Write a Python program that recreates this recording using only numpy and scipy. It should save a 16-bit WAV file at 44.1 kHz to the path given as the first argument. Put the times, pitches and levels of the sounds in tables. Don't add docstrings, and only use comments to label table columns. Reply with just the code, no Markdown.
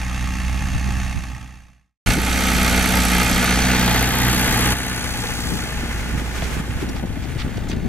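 import sys
import numpy as np
from scipy import signal
from scipy.fft import rfft, irfft, next_fast_len
from scipy.io import wavfile
from scipy.ndimage import uniform_filter1d, map_coordinates

SR = 44100
rng = np.random.default_rng(int(sys.argv[2]) if len(sys.argv) > 2 else 0)


def put_to_file(sound):
    columns = np.atleast_2d(sound).T
    safe = np.clip(columns, -1, 1)
    whole_steps = np.round(safe * 32767)
    wavfile.write(sys.argv[1], SR, whole_steps.astype(np.int16))


N = 347508
TIME = np.arange(N) / SR
FADE_END_S = 2.0

# time in seconds, firings per second [Hz].
FIRING_RATE = [(0, 61.7), (0.75, 63.8), (1.6, 62.5), (2.1, 61.5), (2.4, 64.1), (2.62, 60.8), (2.87, 62.4),
               (3.08, 61.3), (3.39, 61.1), (3.69, 63.4), (3.9, 59.9), (4.09, 62.9), (4.58, 60.7),
               (4.75, 63), (5.05, 61.6), (5.4, 59.9), (5.8, 59.1), (6.7, 61.4), (7.88, 63.2)]
# knock, tick, injector ping and head-on rap, all relative levels in dB.
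CYLINDER_LEVELS = [(-3, 11, -1, 1), (-3.5, 7.5, 4, -0.5), (-3.5, 11, -15.5, -0.5), (-4.5, 9.5, 1.5, 2)]
# time in seconds, front share 0-1, rear share 0-1.
FACING = [(0, 1, 0), (2, 1, 0), (2.03, 0, 0), (3.3, 0, 0), (4.1, 0, 1), (7.88, 0, 1)]
# frequency in Hz, correlation 0-1.
LIKENESS_AFAR = [(100, 1), (1000, 0.9), (6000, 0.91), (12000, 0.79)]
# level afar in dB, closest level in dB, closest time in seconds,
# approach in seconds, retreat in seconds, steepness as an exponent.
KNOCK_PASSAGE = (-32.5, -20.5, 3.5, 2, 2.0, 4)


def amp(db):
    return 10 ** (np.asarray(db) / 20)


def unit(x):
    return x / np.sqrt(np.mean(x ** 2) + 1e-20)


def along(points, hz):
    f, v = np.transpose(points)
    return np.interp(np.log(hz + 1), np.log(f + 1), v)


def curves(rows):
    s, *columns = np.transpose(rows)
    return [np.interp(TIME, s, column) for column in columns]


def wobble(rate):
    coarse = TIME[::32]
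    knots = rng.standard_normal(int(N * rate / SR) + 4)
    return np.interp(TIME, coarse, map_coordinates(knots, [coarse * rate]))


def filtered(x, response):
    size = x.shape[-1]
    m = next_fast_len(size + 8192)
    return irfft(rfft(x, m) * response(np.fft.rfftfreq(m, 1 / SR)), m)[..., :size]


def stereo(pair, alike):
    turn = lambda hz: np.arccos(np.clip(along(alike, hz), -1, 1)) / 2
    mid = filtered(pair[0], lambda hz: np.cos(turn(hz)))
    side = filtered(pair[1], lambda hz: np.sin(turn(hz)))
    return np.array([mid + side, mid - side])


def colour(spectrum, resonances=()):
    peaks = lambda hz: sum(db / (1 + (2 * (hz - f) / width) ** 2) for f, width, db in resonances)
    return lambda hz: amp(along(spectrum, hz) + peaks(hz))


def panel_modes(depth_db, spacing_hz=85):
    knots = rng.standard_normal(int(SR / spacing_hz) + 4)
    depth = lambda hz: depth_db * np.interp(hz, [400, 1200, 4000, 8000], [0, 1, 1, 0.59])
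    return lambda hz: amp(depth(hz) * map_coordinates(knots, [hz / spacing_hz]))


def bursts(rows, octaves, alike, attack, grain_db):
    grains_per_s = 4500
    out = np.zeros((2, N + SR))
    t = np.arange(-SR // 8, SR // 8) / SR
    for s, db, centre_hz, length in rows:
        band = lambda hz: 1 / (1 + (np.log2((hz + 1) / centre_hz) / octaves) ** 4)
        swell = np.exp(-2 * (t / np.where(t < 0, attack * length, length)) ** 2)
        knots = np.clip(rng.standard_normal(len(t[::40])), -2, 2)
        grain = amp(grain_db * np.interp(t, t[::40], knots))
        grain = grain * (rng.random(len(t)) < grains_per_s / SR)
        noise = filtered(grain * rng.standard_normal((2, len(t))), band)
        puff = stereo(noise, [(100, alike)]) * swell
        level = amp(db) * np.sqrt(np.mean(swell ** 2))
        out[:, round((s + t[0]) * SR):][:, :len(t)] += level * unit(puff)
    return out[:, :N]


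def wind():
    # time in seconds, rumble level in dB.
    strength = [(0, -31.5), (0.62, -28.5), (0.82, -28.5), (1.3, -29), (3.2, -27.5), (4.3, -31),
                (5.5, -24.5), (6.3, -25), (7.88, -23)]
    # time in seconds, left-right difference in dB.
    balance_drift = [(0, 3.5), (1, -8.5), (2.1, 2), (4.5, 4), (5.3, 13), (6.5, -6), (7.2, 10.5),
                     (7.88, 4.5)]
    # frequency in Hz, relative density in dB per Hz.
    rumble_spectrum = [(10, -24), (25, 2.5), (45, -3), (80, -2), (140, -2.5), (300, -45), (800, -55.5)]
    flutter_spectrum = [(40, -33.5), (100, -1), (170, 1.5), (280, 0), (450, -14.5), (800, -13.5),
                        (2000, -70), (5000, -94)]
    # time in seconds, level in dB ahead of a common boost,
    # centre frequency in Hz, length in seconds.
    buffet_rows = [(.755, -15, 55.4, 0.022), (.88, -25.5, 135, 0.024), (1.17, -21.5, 92, 0.045),
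                   (2.08, -17, 64.5, 0.058), (2.56, -27, 130, 0.029), (5.53, -20, 140, 0.05),
                   (6.14, -18, 108.7, .03), (6.585, -21.5, 110, 0.027), (6.765, -16, 70, 0.019),
                   (6.83, -24, 210, 0.034), (6.9, -20.5, 180, 0.025), (7.58, -17, 110, 0.023),
                   (7.77, -20.5, 171, 0.059), (7.855, -15.5, 140, 0.033)]
    mean_flutter_db, flutter_growth = -39.5, 2.7

    def eddies(spectrum, alike):
        noise = stereo(rng.standard_normal((2, N)), [(100, alike)])
        return unit(filtered(noise, colour(spectrum)))

    rumble_db, = curves(strength)
    flutter_db = mean_flutter_db + flutter_growth * (rumble_db - rumble_db.mean())
    rumble = amp(rumble_db + 0.65 * wobble(12)) * eddies(rumble_spectrum, alike=0.62)
    lumps = unit(amp(1.9 * np.array([wobble(35), wobble(35)])))
    flutter = amp(flutter_db) * lumps * eddies(flutter_spectrum, alike=0.67)
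    buffets = amp(1.5) * bursts(buffet_rows, octaves=0.96, alike=0.19, attack=1.0, grain_db=4.5)
    balance = amp(np.outer([1, -1], curves(balance_drift)[0]) / 2)
    return (rumble + flutter + buffets) * balance


def swoop():
    # time in seconds, pitch in Hz, level in dB.
    glide = [(2.11, 62.9, -26.5), (2.138, 69, -18.5), (2.16, 116, -19), (2.175, 138, -16.5),
             (2.19, 189, -18), (2.2, 215, -37)]
    # multiple of the pitch, relative level in dB.
    partials = [(1, -4.5), (2, -3.5), (3, -14)]
    hz, db = curves(glide)
    sounding = (TIME > glide[0][0]) & (TIME < glide[-1][0])
    turns = np.cumsum(hz) / SR
    whoop = 0
    for multiple, partial_db in partials:
        level = amp(db + partial_db + 1.7 * wobble(120))
        whoop = whoop + level * np.sin(2 * np.pi * multiple * turns + 0.45 * wobble(130))
    return sounding * whoop


def soil():
    # time in seconds, level in dB.
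    crumb_level = [(0, -68.5), (4.4, -33), (5.3, -35.5), (5.8, -29), (6.3, -26.5), (6.43, -23), (6.58, -23),
                   (6.62, -29.5), (6.82, -27.5), (6.87, -38), (7.1, -37.5), (7.3, -31.5), (7.55, -34.5),
                   (7.88, -48)]
    # time in seconds, level in dB.
    dirt_level = [(5.45, -58.5), (5.8, -40), (6.2, -39), (6.42, -33), (6.58, -42), (6.62, -45), (6.83, -41),
                  (6.88, -49), (7.3, -51), (7.88, -64)]
    # frequency in Hz, relative density in dB per Hz.
    crumb_spectrum = [(200, 13.5), (500, 5), (780, -0.5), (1050, 1.5), (1500, 5.5), (2300, 3), (3200, -2.5),
                      (4300, -9), (7000, -7), (12000, -14), (16000, -26)]
    dirt_spectrum = [(1500, -17), (3500, -1), (6200, 4), (9000, -8), (14000, -7), (16000, -18)]
    # time in seconds, level in dB ahead of a common cut,
    # centre frequency in Hz, length in seconds.
    scrape_rows = [(6.386, -24, 1700, .008), (6.422, -21, 1700, 0.011), (6.438, -27, 2700, .014),
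                   (6.815, -30, 2300, .025), (6.894, -29, 4800, 0.012), (6.965, -31, 3200, 0.042),
                   (7.234, -31.5, 2770, 0.029), (7.379, -35, 4200, .01), (7.394, -23.5, 2450, 0.023),
                   (7.411, -22, 2380, 0.023), (7.573, -31, 2980, 0.013), (7.693, -29.5, 4480, 0.029),
                   (7.718, -23, 2160, 0.03)]
    sizes = amp(2.4 * np.minimum(rng.exponential(size=N), 3))
    grains = (rng.random(N) < 9000 / SR) * sizes * rng.standard_normal((2, N))
    crumbs = unit(filtered(stereo(grains, [(1000, 0.48)]), colour(crumb_spectrum)))
    hiss = stereo(rng.standard_normal((2, N)), [(1000, 0.2)])
    dirt = unit(filtered(hiss, colour(dirt_spectrum)))
    clods = amp(1.8 * wobble(40))
    scrapes = bursts(scrape_rows, octaves=1.05, alike=0.5, attack=0.45, grain_db=3.3)
    grinding = filtered(scrapes, panel_modes(depth_db=2.2, spacing_hz=170))
    shower = amp(curves(crumb_level)[0]) * crumbs + amp(curves(dirt_level)[0]) * dirt
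    return clods * shower + amp(-2.0) * grinding


def stones(ring_share=0.37, ring_t60=0.054, crack_t60=0.0092, debris_share=.55, debris_t60=.07):
    # time in seconds, level in dB, ringing frequency in Hz.
    impacts = [(6.385, -24, 3400), (6.889, -17.5, 5650), (6.975, -29.5, 5660), (7.059, -29.5, 5700),
               (7.231, -28, 7500), (7.386, -21, 4470), (7.688, -27.5, 6740), (7.701, -16.5, 6100)]
    # frequency in Hz, gain in dB.
    crack_spectrum = [(500, -13.5), (2000, 3), (6000, 0), (10000, -14), (16000, -16)]
    out = np.zeros((2, N + SR))
    t = np.arange(SR // 10) / SR
    decay = lambda t60: amp(-60 * t / t60)
    for s, db, hz in impacts:
        ring = ring_share * np.sin(2 * np.pi * hz * t) * decay(ring_t60)
        chips = (rng.random(len(t)) < 1500 / SR) * debris_share * decay(debris_t60)
        noise = stereo(rng.standard_normal((2, len(t))), [(1000, .6)])
        crack = noise * (0.55 * decay(crack_t60) + 2 * chips)
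        out[:, round(s * SR):][:, :len(t)] += amp(db) * (ring + filtered(crack, colour(crack_spectrum)))
    return out[:, :N]


def thumps(rise_cycles=0.4, soft_cycles=0.26, patter_cycles=0.73, puff=0.24, pan_db=3):
    # time in seconds, level in dB, frequency in Hz, decay in cycles.
    landings = [(5.532, -18, 230, .6), (5.558, -16, 160, 1.2), (5.638, -16, 110, 0.77),
                (5.835, -11.5, 240, .6), (6.153, -9.5, 130, 0.36), (6.178, -10, 150, .6),
                (6.221, -12, 250, .5), (6.424, -12, 670, 1.8), (6.427, -12.5, 151, 1.2),
                (6.568, -13, 259, .6), (6.599, -12, 170, 0.9), (6.70, -9, 90, .7), (6.828, -15, 302, 1),
                (6.838, -12.5, 238, 0.87), (6.847, -13, 253, .6), (6.879, -16.5, 201, 0.89),
                (6.895, -16.5, 260, 1.4), (6.908, -20, 220, 0.91), (6.955, -15, 207, 1),
                (7.027, -13.5, 300, 0.53), (7.035, -11, 178, 0.81), (7.040, -13, 270, .6),
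                (7.052, -12, 200, .9), (7.103, -13.5, 170, 1.2), (7.172, -15, 220, 1.5),
                (7.360, -11.5, 130, 0.92), (7.448, -12, 231, .8), (7.465, -12.5, 283, 0.72),
                (7.476, -14, 240, 0.85), (7.493, -18.5, 398, .7), (7.581, -17.5, 332, 0.66),
                (7.619, -19, 230, 1.4), (7.699, -9, 295, 0.52), (7.724, -15.5, 244, 0.65),
                (7.734, -10.5, 218, 1.2), (7.862, -12.5, 190, .8)]
    patter_start_s, patter_per_s, patter_db, patter_hz = 5.1, 30, -24, 310
    chance = rng.standard_normal((160, 3))
    gaps = np.abs(chance[:, 0]) / np.sqrt(2 / np.pi) / patter_per_s
    times = patter_start_s + np.cumsum(gaps)
    levels = patter_db + 2.1 * chance[:, 1]
    pitches = patter_hz * np.exp(0.33 * chance[:, 2])
    patter = np.transpose([times, levels, pitches, np.full(len(times), patter_cycles)])
    out = np.zeros((2, N + SR))
    t = np.arange(-SR // 50, SR // 20) / SR
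    for s, db, hz, fall_cycles in [*landings, *patter[times < TIME[-1]]]:
        cycles = hz * t
        rise = -(cycles / rise_cycles) ** 2
        fall = (soft_cycles - np.hypot(cycles, soft_cycles)) / fall_cycles
        shape = np.exp(np.where(t < 0, rise, fall))
        lowpass = signal.butter(3, min(2.6 * hz, SR / 4), fs=SR)
        earth = unit(signal.lfilter(*lowpass, rng.standard_normal((2, len(t)))))
        push = -shape * np.cos(2 * np.pi * cycles) + puff * np.sqrt(shape) * earth
        pan = np.array([[1], [-1]]) * (pan_db + 4.5 * rng.standard_normal()) / 2
        out[:, round((s + t[0]) * SR):][:, :len(t)] += amp(db + pan) * push
    return out[:, :N]


def passing(voice):
    afar_db, closest_db, closest_s, approach_s, retreat_s, steepness = voice
    away = np.abs(TIME - closest_s) / np.abs(np.where(TIME < closest_s, approach_s, retreat_s))
    swell_db = closest_db - 10 * np.log10(1 + away ** abs(steepness))
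    return np.where(TIME < FADE_END_S, afar_db, swell_db)


def firing_gate(turns, cylinder_db, rise, decay, rest, scatter_db, jitter):
    turns = turns + 2 + jitter * wobble(60)
    index, age = np.floor(turns).astype(int), turns % 1
    scatter = scatter_db * rng.standard_normal(N // 400)[index]
    size = amp(np.take(cylinder_db, index, mode="wrap") + scatter)
    blow = unit(size * (1 - np.exp(-age / rise)) * np.exp(-age / decay))
    return unit(np.sqrt(blow ** 2 + rest ** 2))


def exhaust(turns, flicker_db=2.0, dispersion=1.05):
    # level afar in dB, closest level in dB, closest time in seconds,
    # approach in seconds, retreat in seconds, steepness as an exponent.
    order_passages = [(-25, -22, 2.1, 2.5, 2.05, 1.25), (-40, -27, 4.36, 0.82, 0.72, 4.6),
                      (-35, -25.5, 3.6, 1.44, 0.54, 1.6), (-46, -31, 3.94, 4.4, 2.1, 3.6)]
    # multiple of the firing rate, level in dB against the knock ahead of a common cut.
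    weak_orders = [(0.5, -22), (1.5, -17.5), (1.75, -30), (2.25, -20), (2.75, -25), (3.25, -21), (3.5, -17),
                   (3.75, -19.5), (4.5, -18.5), (5, -19), (5.25, -18.5), (7, -19), (8, -28), (9, -24),
                   (10, -23.5), (11, -19)]
    set_hz, lag_s, smooth_s, throb_db_per_hz = 61.7, 0.52, 1, 3.5
    screened_db = 12

    def tone(order, drift):
        phase = 2 * np.pi * order * turns - dispersion * order ** 2 + drift * wobble(7)
        return np.sqrt(2) * np.sin(phase)

    lasting_hz = uniform_filter1d(curves(FIRING_RATE)[0], int(smooth_s * SR))
    sag_hz = np.maximum(set_hz - np.interp(TIME - lag_s, TIME, lasting_hz), 0)
    throb_db = passing(order_passages[0]) + throb_db_per_hz * sag_hz + 1.2 * wobble(14)
    throb = amp(throb_db) * tone(1, drift=0.22)
    hum = 0
    for order, voice in enumerate(order_passages[1:], 2):
        hum = hum + amp(passing(voice) + flicker_db * wobble(12)) * tone(order, drift=0.16)
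    weak = sum(amp(db + 2.5 * wobble(4)) * tone(order, drift=.45) for order, db in weak_orders)
    weak_db = passing(KNOCK_PASSAGE) - 4.0 - screened_db * curves(FACING)[0]
    return throb + hum + amp(weak_db) * weak


def working_cycle(turns, size=2800, low_hz=300, top_hz=1300):
    place = turns / len(CYLINDER_LEVELS) % 1 * size
    pattern = map_coordinates(rng.standard_normal(size), [place], mode="wrap")
    highpass = lambda hz: hz ** 2 / (hz ** 2 + low_hz ** 2)
    return filtered(pattern, lambda hz: highpass(hz) / np.sqrt(1 + (hz / top_hz) ** 2))


def rocking(x):
    share = (1 + np.tanh(2 * wobble(9))) / 2
    return sum(part * filtered(x, panel_modes(depth_db=2.2)) for part in (share, 1 - share))


def clatter(turns, split_hz=3500, repeat=1.29):
    # level afar in dB, closest level in dB, closest time in seconds,
    # approach in seconds, retreat in seconds, steepness as an exponent.
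    tick_passage = (-40, -24.5, 5.5, 5, 0.15, 1.5)
    # frequency in Hz, correlation 0-1.
    likeness_near = [(100, 0.92), (700, 0.94), (2000, 0.74), (4300, 0.92), (7000, 0.63), (12000, 0.42)]
    # frequency in Hz, relative density in dB per Hz.
    front_spectrum = [(100, -29), (220, 6.5), (290, 0.5), (400, -17.5), (700, -7), (1200, -4), (2000, -5),
                      (2800, -11.5), (3900, -17.5), (5200, -17.5), (6500, -17), (8000, -19.5), (12500, -25),
                      (14300, -38.5), (15500, -63)]
    flank_spectrum = [(100, -24), (200, 9.5), (300, 1), (420, -6), (570, -2.5), (730, -1), (1000, -1),
                      (1400, -0.5), (2400, 0), (3400, -3.5), (6500, -6.5), (9500, -9.5), (12000, -10),
                      (14000, -18), (15500, -29)]
    rear_spectrum = [(100, -15), (180, 7.5), (300, 3), (570, -5.5), (780, -0.5), (1050, -4.5), (1500, 2),
                     (2300, -1.5), (3400, -2), (5200, -10), (7000, -9), (9300, -13.5), (11800, -10.5),
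                     (15500, -21)]
    # frequency in Hz, width in Hz, boost in dB.
    head_on_ripples = [(845, 100, 7), (967, 67, -16.5), (1090, 60, 1), (1335, 79, 6), (1445, 63, -17.5),
                       (1660, 40, 2), (1840, 93, 6.5), (2170, 73, 5), (2450, 99, 3), (2690, 310, 8.5),
                       (3260, 68, 2), (3380, 160, 6.5), (3750, 200, 4), (4390, 240, 4.5), (4830, 260, 3),
                       (6300, 900, 4)]
    # frequency in Hz, width in Hz, boost in dB.
    casting_modes = [(440, 40, 6.5), (856, 100, 4), (1044, 147, -13), (1322, 140, 6.5), (1457, 62, 2.5),
                     (2180, 250, 4), (4480, 240, 4), (5320, 300, -5), (5500, 160, 2), (6200, 600, 3.5),
                     (7940, 470, 5)]
    gearbox_modes = [(464, 36, 7.5), (845, 81, 5.5), (1390, 65, 1.5), (1760, 25, 1.5), (2120, 370, 3.5),
                     (4550, 440, 4.5), (6330, 710, 4), (7620, 82, 6.5)]
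    knock_db, tick_db = passing(KNOCK_PASSAGE), passing(tick_passage)
    knock_sizes, tick_sizes, _, rap_sizes = np.transpose(CYLINDER_LEVELS)
    front, rear = curves(FACING)
    knock_gate = firing_gate(turns + 0.11, knock_sizes, rise=0.38, decay=0.44, rest=0.7,
                             scatter_db=1.3, jitter=0.013)
    tick_gate = firing_gate(turns + 0.18, tick_sizes, rise=0.051, decay=0.52, rest=1.0,
                            scatter_db=1, jitter=0.025)
    rap_gate = firing_gate(turns + 0.08, rap_sizes, rise=0.08, decay=0.26, rest=1.1,
                           scatter_db=1.3, jitter=0.01)

    def shaking():
        afar = stereo(rng.standard_normal((2, N)), LIKENESS_AFAR)
        near = stereo(rng.standard_normal((2, N)), likeness_near)
        return front * afar + (1 - front) * near

    knocks = shaking() + repeat * working_cycle(turns)
    knocks = knocks * (front * rap_gate + (1 - front) * knock_gate)
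    ticks = shaking() * (front * rap_gate + (1 - front) * tick_gate)
    knocks, ticks = rocking(np.array([knocks, ticks]))
    low = lambda hz: 1 / np.sqrt(1 + (hz / split_hz) ** 10)
    high = lambda hz: np.sqrt(1 - low(hz) ** 2)
    sides = [(front, colour(front_spectrum, head_on_ripples)),
             (1 - front - rear, colour(flank_spectrum, casting_modes)),
             (rear, colour(rear_spectrum, gearbox_modes))]
    out = 0
    for share, body in sides:
        knock = unit(filtered(knocks, lambda hz: body(hz) * low(hz)))
        tick = unit(filtered(ticks, lambda hz: body(hz) * high(hz)))
        out = out + share * (amp(knock_db) * knock + amp(tick_db) * tick)
    return out


def injectors(turns, width_hz=1500, low_hz=6400, low_width_hz=500):
    # level afar in dB, closest level in dB, closest time in seconds,
    # approach in seconds, retreat in seconds, steepness as an exponent.
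    ping_passage = (-50.5, -33.5, 5, 2.5, 0.5, 3.5)
    # time in seconds, frequency in Hz.
    ping_centre = [(2, 11300), (3.1, 11720), (4.1, 11900), (4.4, 11620), (4.75, 10900), (5.5, 10800)]
    ping_sizes = np.transpose(CYLINDER_LEVELS)[2]
    gate = firing_gate(turns + 0.063, ping_sizes, rise=0.029, decay=0.18, rest=.08,
                       scatter_db=1.5, jitter=0.015)
    band = lambda hz, width: 1 / (1 + (hz / width) ** 4)
    low_noise = stereo(rng.standard_normal((2, N)), LIKENESS_AFAR) * gate
    low = unit(filtered(low_noise, lambda hz: band(hz - low_hz, low_width_hz)))
    base_noise = stereo(rng.standard_normal((2, 2, N)), [(100, 0.93)]) * gate
    in_phase, quadrature = filtered(base_noise, lambda hz: band(hz, width_hz)).swapaxes(0, 1)
    phase = 2 * np.pi * np.cumsum(curves(ping_centre)[0]) / SR
    high = unit(in_phase * np.cos(phase) + quadrature * np.sin(phase))
    front = curves(FACING)[0]
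    return amp(passing(ping_passage)) * (front * low + (1 - front) * high)


def shaded(x):
    # frequency in Hz, left-right difference in dB.
    shade_bands = [(1500, -1.5), (2500, 3.5), (4700, 0.5), (7000, 1), (8300, 6), (10000, 5.5), (12000, 2),
                   (14500, 3.5)]
    rear = curves(FACING)[1]
    shade = lambda hz: amp(np.outer([1, -1], along(shade_bands, hz)) / 2)
    return (1 - rear) * x + rear * filtered(x, shade)


def dips():
    # time in seconds, depth in dB.
    dip_rows = [(0.8, 0.5), (2.171, 6.5), (4.08, 2), (7.05, 2.5)]
    fall_s, recover_s = 0.045, 0.13
    shape = lambda age: np.clip(1 + age / fall_s, 0, 1) * np.exp(-np.maximum(age, 0) / recover_s)
    return amp(-sum(db * shape(TIME - s) for s, db in dip_rows))


def tractor(hunting=0.0075):
    # time in seconds, lead of the left channel in ms, left-right difference in dB.
    bearing = [(0, 0.004, -1.5), (2, 0.004, -1.5), (2.2, -0.012, -1.7), (3.2, 0.003, -1.4),
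               (4.1, 0.072, -0.2), (5.3, 0.12, 0.6), (6.3, 0.117, 0), (7.1, 0.08, -0.4), (7.88, 0.02, 0)]
    turns = np.cumsum(curves(FIRING_RATE)[0]) / SR + hunting * wobble(4)
    engine = exhaust(turns) + clatter(turns) + injectors(turns)
    left, right = dips() * shaded(engine)
    lead_ms, pan_db = curves(bearing)
    shift = lead_ms * SR / 1000 / 2
    delayed = lambda x, samples: map_coordinates(x, [np.arange(N) - samples])
    return np.array([delayed(left, -shift) * amp(pan_db / 2), delayed(right, shift) * amp(-pan_db / 2)])


def scene():
    return tractor() + soil() + stones() + thumps() + wind() + swoop()


def fader():
    fade_start_s, fade_power = 1.017, 2.5
    cut_s, step_s, switch_s, step_db = 2.06, 4.733, 0.005, -7
    fade = np.clip((FADE_END_S - TIME) / (FADE_END_S - fade_start_s), 0, 1) ** fade_power
    switch = lambda s: np.clip((TIME - s) / switch_s, 0, 1)
    return fade + switch(cut_s) * amp(step_db * switch(step_s))


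def record(dry):
    # frequency in Hz, left-right difference in dB.
    port_balance = [(60, -1.5), (200, 0.5), (400, 1.5), (700, 4.5), (1150, 7), (2000, -2.5), (4000, -2.5),
                    (6800, 0), (10500, -4.5), (14500, 1)]
    # frequency in Hz, lead of the left in radians.
    port_lead = [(30, .4), (60, 0.37), (200, 0.15), (500, 0.49), (1000, -0.25), (1700, -0.53),
                 (3000, 0.026), (8000, 0.17), (13000, 0.47)]
    top_hz = 15800
    port = lambda hz: amp(along(port_balance, hz) / 2) * np.exp(1j * along(port_lead, hz) / 2)
    heard = filtered(dry, lambda hz: np.array([port(hz), 1 / port(hz)]))
    return filtered(heard * fader(), lambda hz: 1 / (1 + (hz / top_hz) ** 400))


dry = scene()
out = record(dry)
put_to_file(out)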